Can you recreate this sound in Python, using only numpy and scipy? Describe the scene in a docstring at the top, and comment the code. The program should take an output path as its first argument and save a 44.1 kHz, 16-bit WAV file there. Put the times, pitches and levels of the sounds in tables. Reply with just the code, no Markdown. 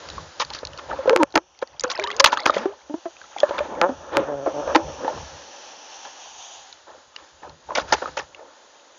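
"""A small camera in a plastic housing is swung on a pole over a lake, dunked and lowered to a sunken tree.
At first hands rub the pole, which wobbles, amid hiss and faint wash; drops tick, air gulps, water slaps.
Then the plastic snaps and trapped air rings in glides; later the wash, noise combed by its echo, swells
and the pole creaks by stick-slip. Noise and blows excite resonant modes of the housing; air pockets are
gliding sines. The microphone is narrow and overloads on the hardest blows."""
import sys
import numpy as np
from scipy import signal
from scipy.fft import rfft, irfft
from scipy.io import wavfile
from scipy.ndimage import uniform_filter1d, map_coordinates

SR = 44100
rng = np.random.default_rng(int(sys.argv[2]) if len(sys.argv) > 2 else 0)


def to_wav(sig):
    """Store sig (one row per channel, or 1-D mono) as 16-bit WAV at the path in sys.argv[1].

    Samples outside -1..1 are clipped; the rate is SR.
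    """
    pcm = np.clip(np.atleast_2d(sig), -1, 1) * 32767
    pcm = np.round(pcm).astype(np.int16)
    wavfile.write(sys.argv[1], SR, pcm.T)  # frames by channels


N = 396018
T = np.arange(N) / SR  # time [s]

# Levels in the tables are relative within each source.
# resonant modes of the housing: (frequency [Hz], width [Hz], level [dB])
HOUSING_MODES = [(300.3, 123, -2.5), (556.4, 117, 6), (869, 122, 2.5), (1029, 123, -0.5), (1324, 320, 0.5),
                 (1782, 207, -6), (2180, 790, -10), (3580, 1200, -14.5), (4870, 1100, -17),
                 (6330, 1300, -21)]
# hands and water dragging on pole and housing: (time [s], level [dB])
RUB_LEVELS = [(0, -35.5), (.35, -45.5), (.85, -37.5), (1.08, -28.5), (1.23, -54), (1.27, -46.5),
              (1.47, -58), (1.78, -49), (2.0, -36.5), (2.62, -29.5), (2.8, -50.5), (3.33, -48.5),
              (3.45, -29), (3.9, -23.5), (3.97, -40.5), (4.2, -17), (4.38, -35), (4.72, -21.5),
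              (4.93, -34.5), (5.25, -38), (5.9, -46), (6.75, -54.5), (7.65, -51.5), (7.75, -33),
              (8.1, -41.5), (8.25, -49)]
# hiss around the microphone: (time [s], level [dB])
HISS_LEVELS = [(0, -45), (1.21, -52), (1.27, -89), (1.9, -54), (2.8, -55), (3.4, -49), (4, -60.5),
               (5.2, -45), (7.6, -55), (8, -41.5), (8.3, -55)]
# spectrum of the hiss: (frequency [Hz], level per Hz [dB])
HISS_SPECTRUM = [(35, -59.5), (60, -30), (185, -25), (295, -17.5), (313, -11.5), (1700, -4), (2300, -12),
                 (4040, -7), (7400, -12)]
# spells in which the pole wobbles at its lowest bending: (start [s], length [s], level [dB])
WOBBLE_SPELLS = [(0, 1.23, -52), (1.75, 0.89, -60.5), (3.6, 0.3, -49.5), (4.13, 0.081, -46.5),
                 (4.5, 0.34, -54), (4.85, 0.05, -46), (5.17, 0.031, -45.5), (7.43, 0.031, -52),
                 (7.74, 0.078, -48), (7.92, 0.22, -53.5)]
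# wash of moving water, ringing in a thin gap: (time [s], level [dB], comb spacing [Hz])
WASH_COURSE = [(2.5, -58.5, 2960), (3.2, -51, 3145), (4.3, -53, 3030), (4.6, -42.5, 2960), (5.2, -44, 2960),
               (5.8, -44, 2903), (6.1, -40, 3006), (6.55, -42.5, 3173), (6.8, -58, 3240)]
# drops and small bubbles: (time [s], level [dB], starting pitch [Hz])
DROP_EVENTS = [(0.0879, -25.5, 4500), (0.101, -25, 4000), (0.449, -26, 4480), (0.503, -23.5, 4120),
               (0.536, -23, 4150), (0.549, -22.5, 4500), (0.5884, -27.5, 4020), (0.651, -21.5, 4300),
               (0.671, -26, 4220), (0.733, -32, 2970), (0.776, -30, 4360), (1.207, -45, 3500),
               (1.216, -42, 4000), (1.305, -43.5, 4300), (1.324, -39, 4070), (1.59, -36, 4350),
               (1.674, -37, 4500), (1.7962, -18.5, 4860), (1.808, -18.5, 6950), (1.837, -13, 6350),
               (1.879, -36, 4700), (1.906, -33, 1760), (1.9968, -16, 2290), (2.025, -27, 2040),
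               (2.039, -14, 3750), (2.0728, -19.5, 2940), (2.103, -19.5, 1930), (2.114, -18, 3260),
               (2.165, -26, 6330), (2.402, -24.5, 4640), (2.505, -22, 3640), (3.167, -37, 2490),
               (3.215, -31.5, 1520), (3.241, -35.5, 1300), (3.3843, -24.5, 3370), (3.402, -14, 3220),
               (3.589, -18, 2340), (3.751, -37, 2180), (6.727, -31.5, 4020), (7.1625, -22, 2850),
               (7.4949, -37, 4150), (7.785, -16, 1450), (8.347, -30.5, 2720)]
# showers of fine spray and small bubbles: (start [s], length [s], level [dB])
SPRAY_SPELLS = [(1.88, 0.68, -36), (3.38, 0.24, -44)]
# air pockets ringing at the housing: (time [s], level [dB], starting pitch [Hz], 60 dB decay time [s])
GULP_EVENTS = [(0.18, -24.5, 1084, 0.037), (0.631, -14, 570, 0.014), (0.929, -27.5, 530, 0.14),
               (0.988, -19, 544, 0.12), (1.056, -15, 406, 0.075), (1.074, -6, 536, 0.17),
               (1.104, -6, 470, 0.18), (1.129, -6.5, 522, 0.11), (1.225, -4, 558, 0.044),
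               (1.34, -17.5, 352, 0.14), (1.363, -8, 316.6, 0.066), (1.624, -7.5, 509, 0.041),
               (1.836, -14, 487.4, 0.16), (1.899, -24, 1070, 0.15), (1.989, -13.5, 596, 0.072),
               (2.039, -20, 957, 0.1), (2.073, -20.5, 1097, 0.13), (2.195, -16, 551, 0.28),
               (2.328, -7, 975, 0.048), (2.422, -22.5, 630, 0.078), (2.496, 0, 1195, 0.024),
               (2.566, -6.5, 536, 0.036), (2.655, -8.5, 383, 0.12), (2.895, -23.5, 291, 0.16),
               (2.939, -20, 320, 0.093), (3.055, -21, 661, 0.088), (3.056, -25, 343, 0.092),
               (3.363, -18.5, 810, 0.042), (3.431, -2.5, 593, 0.06), (3.508, -11, 578, 0.054),
               (3.604, -13, 569, 0.082), (3.89, -14, 260.7, 0.11), (4.179, -13, 561, 0.11),
               (4.46, -13.5, 522, 0.13), (4.675, -12, 580, 0.076), (4.759, -4, 326, 0.099),
               (5.045, -12, 515, 0.09), (5.078, -8, 885, 0.062), (7.781, -3.5, 696, 0.025),
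               (8.057, -19.5, 1200, 0.029)]
# water slaps and scuffs: (time [s], level [dB], length [s], brightness [dB])
SLAP_EVENTS = [(0.396, -14, 0.031, 23), (0.494, -24, 0.029, 4), (0.524, -35, 0.064, 31.5),
               (0.784, -24, 0.013, 20), (0.882, -16, 0.081, -7), (1.354, -3.5, 0.0062, 20.5),
               (1.368, -3.5, 0.014, 2), (1.615, -26, 0.015, 19), (1.837, -7.5, 0.016, 3),
               (1.899, -26.5, 0.027, 33.5), (2.197, -2.5, 0.011, 24), (2.2414, -1.5, 0.0092, 27),
               (2.258, -8, 0.0066, 31.5), (2.267, -9.5, 0.017, 18), (2.319, -14, 0.023, 24),
               (2.372, -14, 0.0058, 24.5), (2.456, -2.5, 0.0084, 13.5), (2.47, -17, 0.017, 23),
               (2.525, -27, 0.087, 24), (3.491, -6.5, 0.0083, 3), (3.58, -13, 0.015, 10),
               (4.119, -13.5, 0.065, 1), (4.173, -20, 0.071, -26), (4.46, -3.5, 0.035, -24),
               (4.747, -2, 0.023, 6), (4.977, -13.5, 0.2, -11), (6.046, -30, 0.037, 13.5),
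               (6.856, -31, 0.13, 0.5), (7.151, -35.5, 0.094, 10.5), (7.413, -28.5, 0.089, 0),
               (7.685, -15.5, 0.047, -11), (7.75, -13, 0.018, 22), (7.77, -19.5, 0.025, 24),
               (7.793, -19, 0.028, 16.5), (7.873, -30, 0.091, 21), (7.922, -6, 0.019, 21),
               (7.964, -27, 0.022, 16.5), (8.015, -12, 0.029, -8), (8.07, -21, 0.023, 6.5),
               (8.166, -19, 0.046, 16.5), (8.343, -29.5, 0.18, -10)]
# hard snaps of the plastic: (time [s], level [dB])
SNAP_EVENTS = [(1.0958, 5), (1.162, 7), (1.1734, -7.5), (1.2323, 5.5), (1.3569, 4.5), (1.3598, 5),
               (1.3765, 2.5), (2.2604, -2), (2.4628, 8), (3.8147, 5.5), (4.1699, 5.5), (4.7563, 2.5),
               (4.7601, 7)]
# glides of squeezed trapped air, one list each: (time [s], mean pitch [Hz], level [dB])
TRAPPED_GLIDES = [
    [(1.157, 353.9, -14), (1.19, 367.3, -18), (1.215, 316, -12), (1.24, 284, -19)],
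    [(2.56, 188, -33.5), (2.64, 257, -39)],
    [(2.69, 425, -35), (2.725, 602, -39), (2.745, 1200, -42)],
    [(1.99, 377, -30.5), (2.1, 412, -39.5), (2.2, 464, -42)],
]
# stick-slip of the pole, one list per creak: (time [s], mean slip rate [Hz], level [dB])
CREAK_GLIDES = [
    [(3.815, 158, -13.5), (3.87, 186, -16.5), (3.93, 202, -47)],
    [(4.17, 137, -13), (4.25, 135, -31), (4.29, 146.8, -21), (4.38, 137, -24), (4.46, 137, -27.5)],
    [(4.53, 151, -26), (4.6, 147.6, -20.5), (4.66, 138, -44)],
    [(7.924, 340, -13.5), (7.95, 434, -16.5)],
]

SHALLOW_BRIGHT_DB = 4  # brightness of the drag near the surface
DEEP_FROM_S, DULLING_DB_PER_DB = 3.68, 0.42  # from here on, harder drags turn duller
WOBBLE_HZ, WOBBLE_WIDTH_HZ = 75, 32
WOBBLE_REST_DB, WOBBLE_SWELL_DB_PER_S, WOBBLE_FADE_DB_PER_S = -75.5, 146.5, 82.5
SPRAY_REST_DB, SPRAY_SWELL_DB_PER_S, SPRAY_FADE_DB_PER_S = -68, 105, 111
TRAPPED_THIRD_DB = 31.5  # offset of the third partial, which grows faster than the level
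MIC_TOP_HZ, TOP_HZ = 7050, 16000


def undb(db):
    """Amplitude is the exponential of level in decibels."""
    return np.exp(np.asarray(db) * (np.log(10) / 20))


def unit(x):
    """Normalization to a root mean square of 1."""
    return x / np.sqrt(np.mean(x ** 2))


def curves(table):
    """Linear interpolation of each table column in time."""
    s, *columns = np.transpose(table)
    return [np.interp(T, s, column) for column in columns]


def band(x, hz, width_hz):
    """Two-pole resonance with gain 1 at its centre."""
    return signal.lfilter(*signal.iirpeak(hz, hz / width_hz, fs=SR), x)


def walk(rate):
    """Slow random modulation: levels held 1 / rate s, smoothed twice, spread 1."""
    hold = int(SR / rate / 16)  # computed on every 16th sample
    steps = np.repeat(rng.standard_normal(N // 16 // hold + 2), hold)
    smooth = uniform_filter1d(uniform_filter1d(steps, hold), hold)
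    return np.repeat(unit(smooth), 16)[:N]


def add(out, s, sound):
    """Superposition of a sound starting at time s."""
    i = int(s * SR)
    out[i:i + len(sound)] += sound[:N - i]


def spells(table, rest_db, swell_db_per_s, fade_db_per_s):
    """Exponential growth and decay: each spell swells from rest, holds for its length and fades (in dB)."""
    levels = []
    for s, length, level in table:
        before, after = np.maximum(s - T, 0), np.maximum(T - s - length, 0)
        levels.append(level - swell_db_per_s * before - fade_db_per_s * after)
    return np.maximum(np.max(levels, axis=0), rest_db)


def grit(scatter_db):
    """Granular noise: dense grains of uneven, bounded size, rms 1."""
    size_db = scatter_db * np.minimum(rng.exponential(size=N), 4)
    return unit(rng.standard_normal(N) * undb(size_db))


def housing(push, bright, flicker_db=None, rate=22):
    """Modal superposition: a bright push favours modes above 600 Hz; each mode may flicker alone."""
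    out = 0
    for k, (hz, width_hz, db) in enumerate(HOUSING_MODES):
        tilt = np.clip(np.log2(hz / 600) / 2.86, 0, 1) ** 0.91
        drive = push * bright ** tilt
        if flicker_db is not None:
            drive = drive * undb(flicker_db * walk(rate))
        mode = band(band(drive, hz, width_hz), hz, 3 * width_hz)
        out = out + (-1) ** k * undb(db) * np.sqrt(SR / width_hz) / 10 * mode
    return out


def rub():
    """Sliding friction: dragging comes in jerks, the more uneven the harder it drags."""
    db = curves(RUB_LEVELS)[0]
    bright_db = SHALLOW_BRIGHT_DB - (T > DEEP_FROM_S) * DULLING_DB_PER_DB * (db + 55)
    uneven = np.clip((db + 40.5) / 14, 0, 1)
    jerks = undb(2.2 * uneven * walk(60))
    return housing(grit(scatter_db=1.0) * undb(db) * jerks, undb(bright_db), 3.1 * uneven)


def hiss():
    """Spectral shaping: white noise weighted to a smooth colour."""
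    hz, colour_db = np.transpose(HISS_SPECTRUM)
    f = np.maximum(np.fft.rfftfreq(N, 1 / SR), 1)
    weight = undb(np.interp(np.log(f), np.log(hz), colour_db))
    noise = irfft(rfft(rng.standard_normal(N)) * weight, N)
    return undb(curves(HISS_LEVELS)[0] + 1.7 * walk(8.5)) * unit(noise)


def wobble():
    """Random excitation of damped bending: uneven pushes on low modes over a little broader rumble."""
    push = rng.standard_normal(N) * undb(5.6 * walk(22))
    bending = band(band(push, WOBBLE_HZ, WOBBLE_WIDTH_HZ), WOBBLE_HZ, 2 * WOBBLE_WIDTH_HZ)
    second = band(band(push, 148, 25), 110, 50)
    rumble = band(push, 80, 100)
    db = spells(WOBBLE_SPELLS, WOBBLE_REST_DB, WOBBLE_SWELL_DB_PER_S, WOBBLE_FADE_DB_PER_S)
    return undb(db) * (unit(bending) + 0.42 * unit(second) + 0.52 * unit(rumble))


def wash():
    """Comb interference: noise plus two rounds of its echo across a gap, over a steady hollow band."""
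    db, spacing_hz = curves(WASH_COURSE)
    combed = direct = band(rng.standard_normal(N), 6100, 8900)
    for k in (1, 2):
        delayed = np.arange(N) - k * SR / spacing_hz
        combed = combed + 1.5 ** k * map_coordinates(direct, [delayed], order=1)
    hollow = band(band(rng.standard_normal(N), 800, 160), 920, 600)
    return undb(db + walk(20) + 1.1 * walk(4)) * (unit(combed) + 0.5 * unit(hollow))


def drops():
    """Bubble resonance: drops crackle around a brief rising ring, beside a random swarm of small bubbles."""
    out, t = np.zeros(N), T[:360]
    for s, db, hz in DROP_EVENTS:
        ring = np.sin(2 * np.pi * hz * t * (1 + 4 * t)) * np.exp(-t * hz / 7.4)
        burst = rng.standard_normal(len(t)) * np.exp(-t / 0.0019)
        crackle = band(burst, hz, min(0.81 * hz, 6000))
        add(out, s, undb(db) * (ring + 1.5 * crackle))
    swarm_db = spells(SPRAY_SPELLS, SPRAY_REST_DB, SPRAY_SWELL_DB_PER_S, SPRAY_FADE_DB_PER_S)
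    swarm_db = swarm_db + 5.2 * walk(40)  # clusters
    for place, size, pitch, glide, cycles in rng.random((5000, 5)):
        s, hz = place * T[-1], 700 * 7.5 ** pitch ** 1.2
        age = t * hz / (2 + 8 * cycles)
        swell = age * np.exp(1 - age) ** 2
        ring = np.sin(2 * np.pi * hz * t * (1 + 16 * (glide - .4) * t)) * swell
        bubble_db = swarm_db[int(s * SR)] - 10.5 - 5.1 * np.log(size + .03)
        add(out, s, undb(bubble_db) * ring)
    return out


def gulps():
    """Cavity resonance: a pocket swells and rings at a wavering pitch; its onset also knocks the housing."""
    out, knock, t = np.zeros(N), np.zeros(N), T[:SR // 4]
    drift = np.cumsum(0.026 * walk(90)) / SR
    for s, db, hz, t60 in GULP_EVENTS:
        swell = 1 - np.exp(-(t / (0.023 * t60)) ** 2)
        shape = swell * 1000 ** (-t / max(t60, .01))
        i = int(s * SR)
        wander = drift[i:][:len(t)] - drift[i]
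        phase = 2 * np.pi * hz * (t * (1 + 0.28 * t) + wander)
        bent = 0.32 * (300 / hz) ** 2  # big, low pockets ring with stronger overtones
        ring = np.sin(phase) + bent * np.sin(2 * phase) + .5 * bent * np.sin(3 * phase)
        add(out, s, undb(db - 3.5) * shape / shape.max() * ring)
        add(knock, s, undb(db) * np.exp(-t / .005))
    throb = undb(3 * walk(120))
    return out * throb + housing(knock * grit(scatter_db=2.5) * undb(-4.0), undb(-2.0))


def slaps():
    """Impact excitation: grit rises fast, holds through the contact and falls off at its end."""
    force, bright, t = np.zeros(N), np.zeros(N), T[:SR // 4]
    for s, db, length, bright_db in SLAP_EVENTS:
        rise = np.minimum(t / (0.027 * length + 1.5 * length ** 2), 1)  # long scuffs set in softly
        shape = undb(db - 8) * rise * np.exp(-(t / max(length, .003)) ** 2.34)
        add(force, s, shape)
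        add(bright, s, shape * undb(bright_db))
    push = grit(scatter_db=2.5) * undb(2.2 * walk(300))
    # spray lands unevenly, so each mode is fed in quick patches
    spray = housing(push * force, bright / (force + 1e-9), 4.5, rate=170)
    shove = band(band(force, 76, 65), 76, 120)  # each blow also shoves the whole housing
    return spray + undb(-11.5) * shove


def snaps():
    """Impulse response: a crack of about one cycle, and the blow it gives the housing."""
    out, t = np.zeros(N), T[:120]
    for s, db in SNAP_EVENTS:
        add(out, s, undb(db) * np.sin(2 * np.pi * 2600 * t) * np.exp(-t / 0.00011))
    return 1.335 * out + 1.12 * housing(out, 3.0)


def trapped():
    """Squeezed-cavity resonance: a wavering, gliding tone sheds grit once a cycle into the housing."""
    out, shed = np.zeros(N), np.zeros(N)
    throb_db, waver = 3 * walk(90), 1 + .035 * walk(70)
    for table in TRAPPED_GLIDES:
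        hz, db = curves(table)
        on = uniform_filter1d(1. * ((T > table[0][0]) & (T < table[-1][0])), size=300)
        level = on * undb(db + throb_db)
        phase = 2 * np.pi * np.cumsum(hz * waver) / SR
        third = undb(2.53 * db + TRAPPED_THIRD_DB) * np.sin(3 * phase)
        out += level * (np.sin(phase) + third)
        shed += level * (1 + np.cos(phase)) ** 2
    return out + housing(shed * grit(scatter_db=3.5) * undb(-12.5), undb(-1.0))


def creaks():
    """Stick-slip friction: one push per slip, each of its own size; the slip rate itself hums faintly."""
    push, hum, bright = np.zeros(N), np.zeros(N), np.ones(N)
    sizes, waver = undb(2.5 * walk(150)), 1 + .018 * walk(60)
    for table in CREAK_GLIDES:
        hz, db = curves(table)
        on = (T > table[0][0]) & (T < table[-1][0])
        turns = np.cumsum(hz * waver) / SR
        slips = np.diff(np.floor(turns), prepend=0)
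        push += on * undb(db) * sizes * slips * np.sqrt(SR / hz)
        bright[on] = undb(np.minimum(10.0 * (db[on] + 13), 6))  # gentle slips are soft and dull
        hum += uniform_filter1d(1. * on, size=400) * undb(db - 19.5) * np.sin(2 * np.pi * turns)
    push = push + 2.18 * band(push, 1410, 1100)  # the grip's own ring
    return undb(-0.5) * housing(push, bright) + hum


def scene():
    """Superposition at one microphone in the housing; blows on the stiff shell carry little deep bass."""
    high_pass = signal.butter(1, 200, "high", fs=SR, output="sos")
    blows = signal.sosfilt(high_pass, drops() + gulps() + slaps() + snaps())
    return (rub() + hiss() + wobble() + wash() + blows + trapped() + creaks())[None]


def record(dry):
    """Band limiting and saturation: narrow microphone path, hard overload after it, then the top cut."""
    mic_path = signal.ellip(10, .3, 85, MIC_TOP_HZ, fs=SR, output="sos")
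    top_cut = signal.ellip(8, .2, 60, TOP_HZ, fs=SR, output="sos")
    overloaded = np.clip(signal.sosfilt(mic_path, dry), -.97, .97)
    return signal.sosfilt(top_cut, overloaded)


dry = scene()
out = record(dry)
to_wav(out)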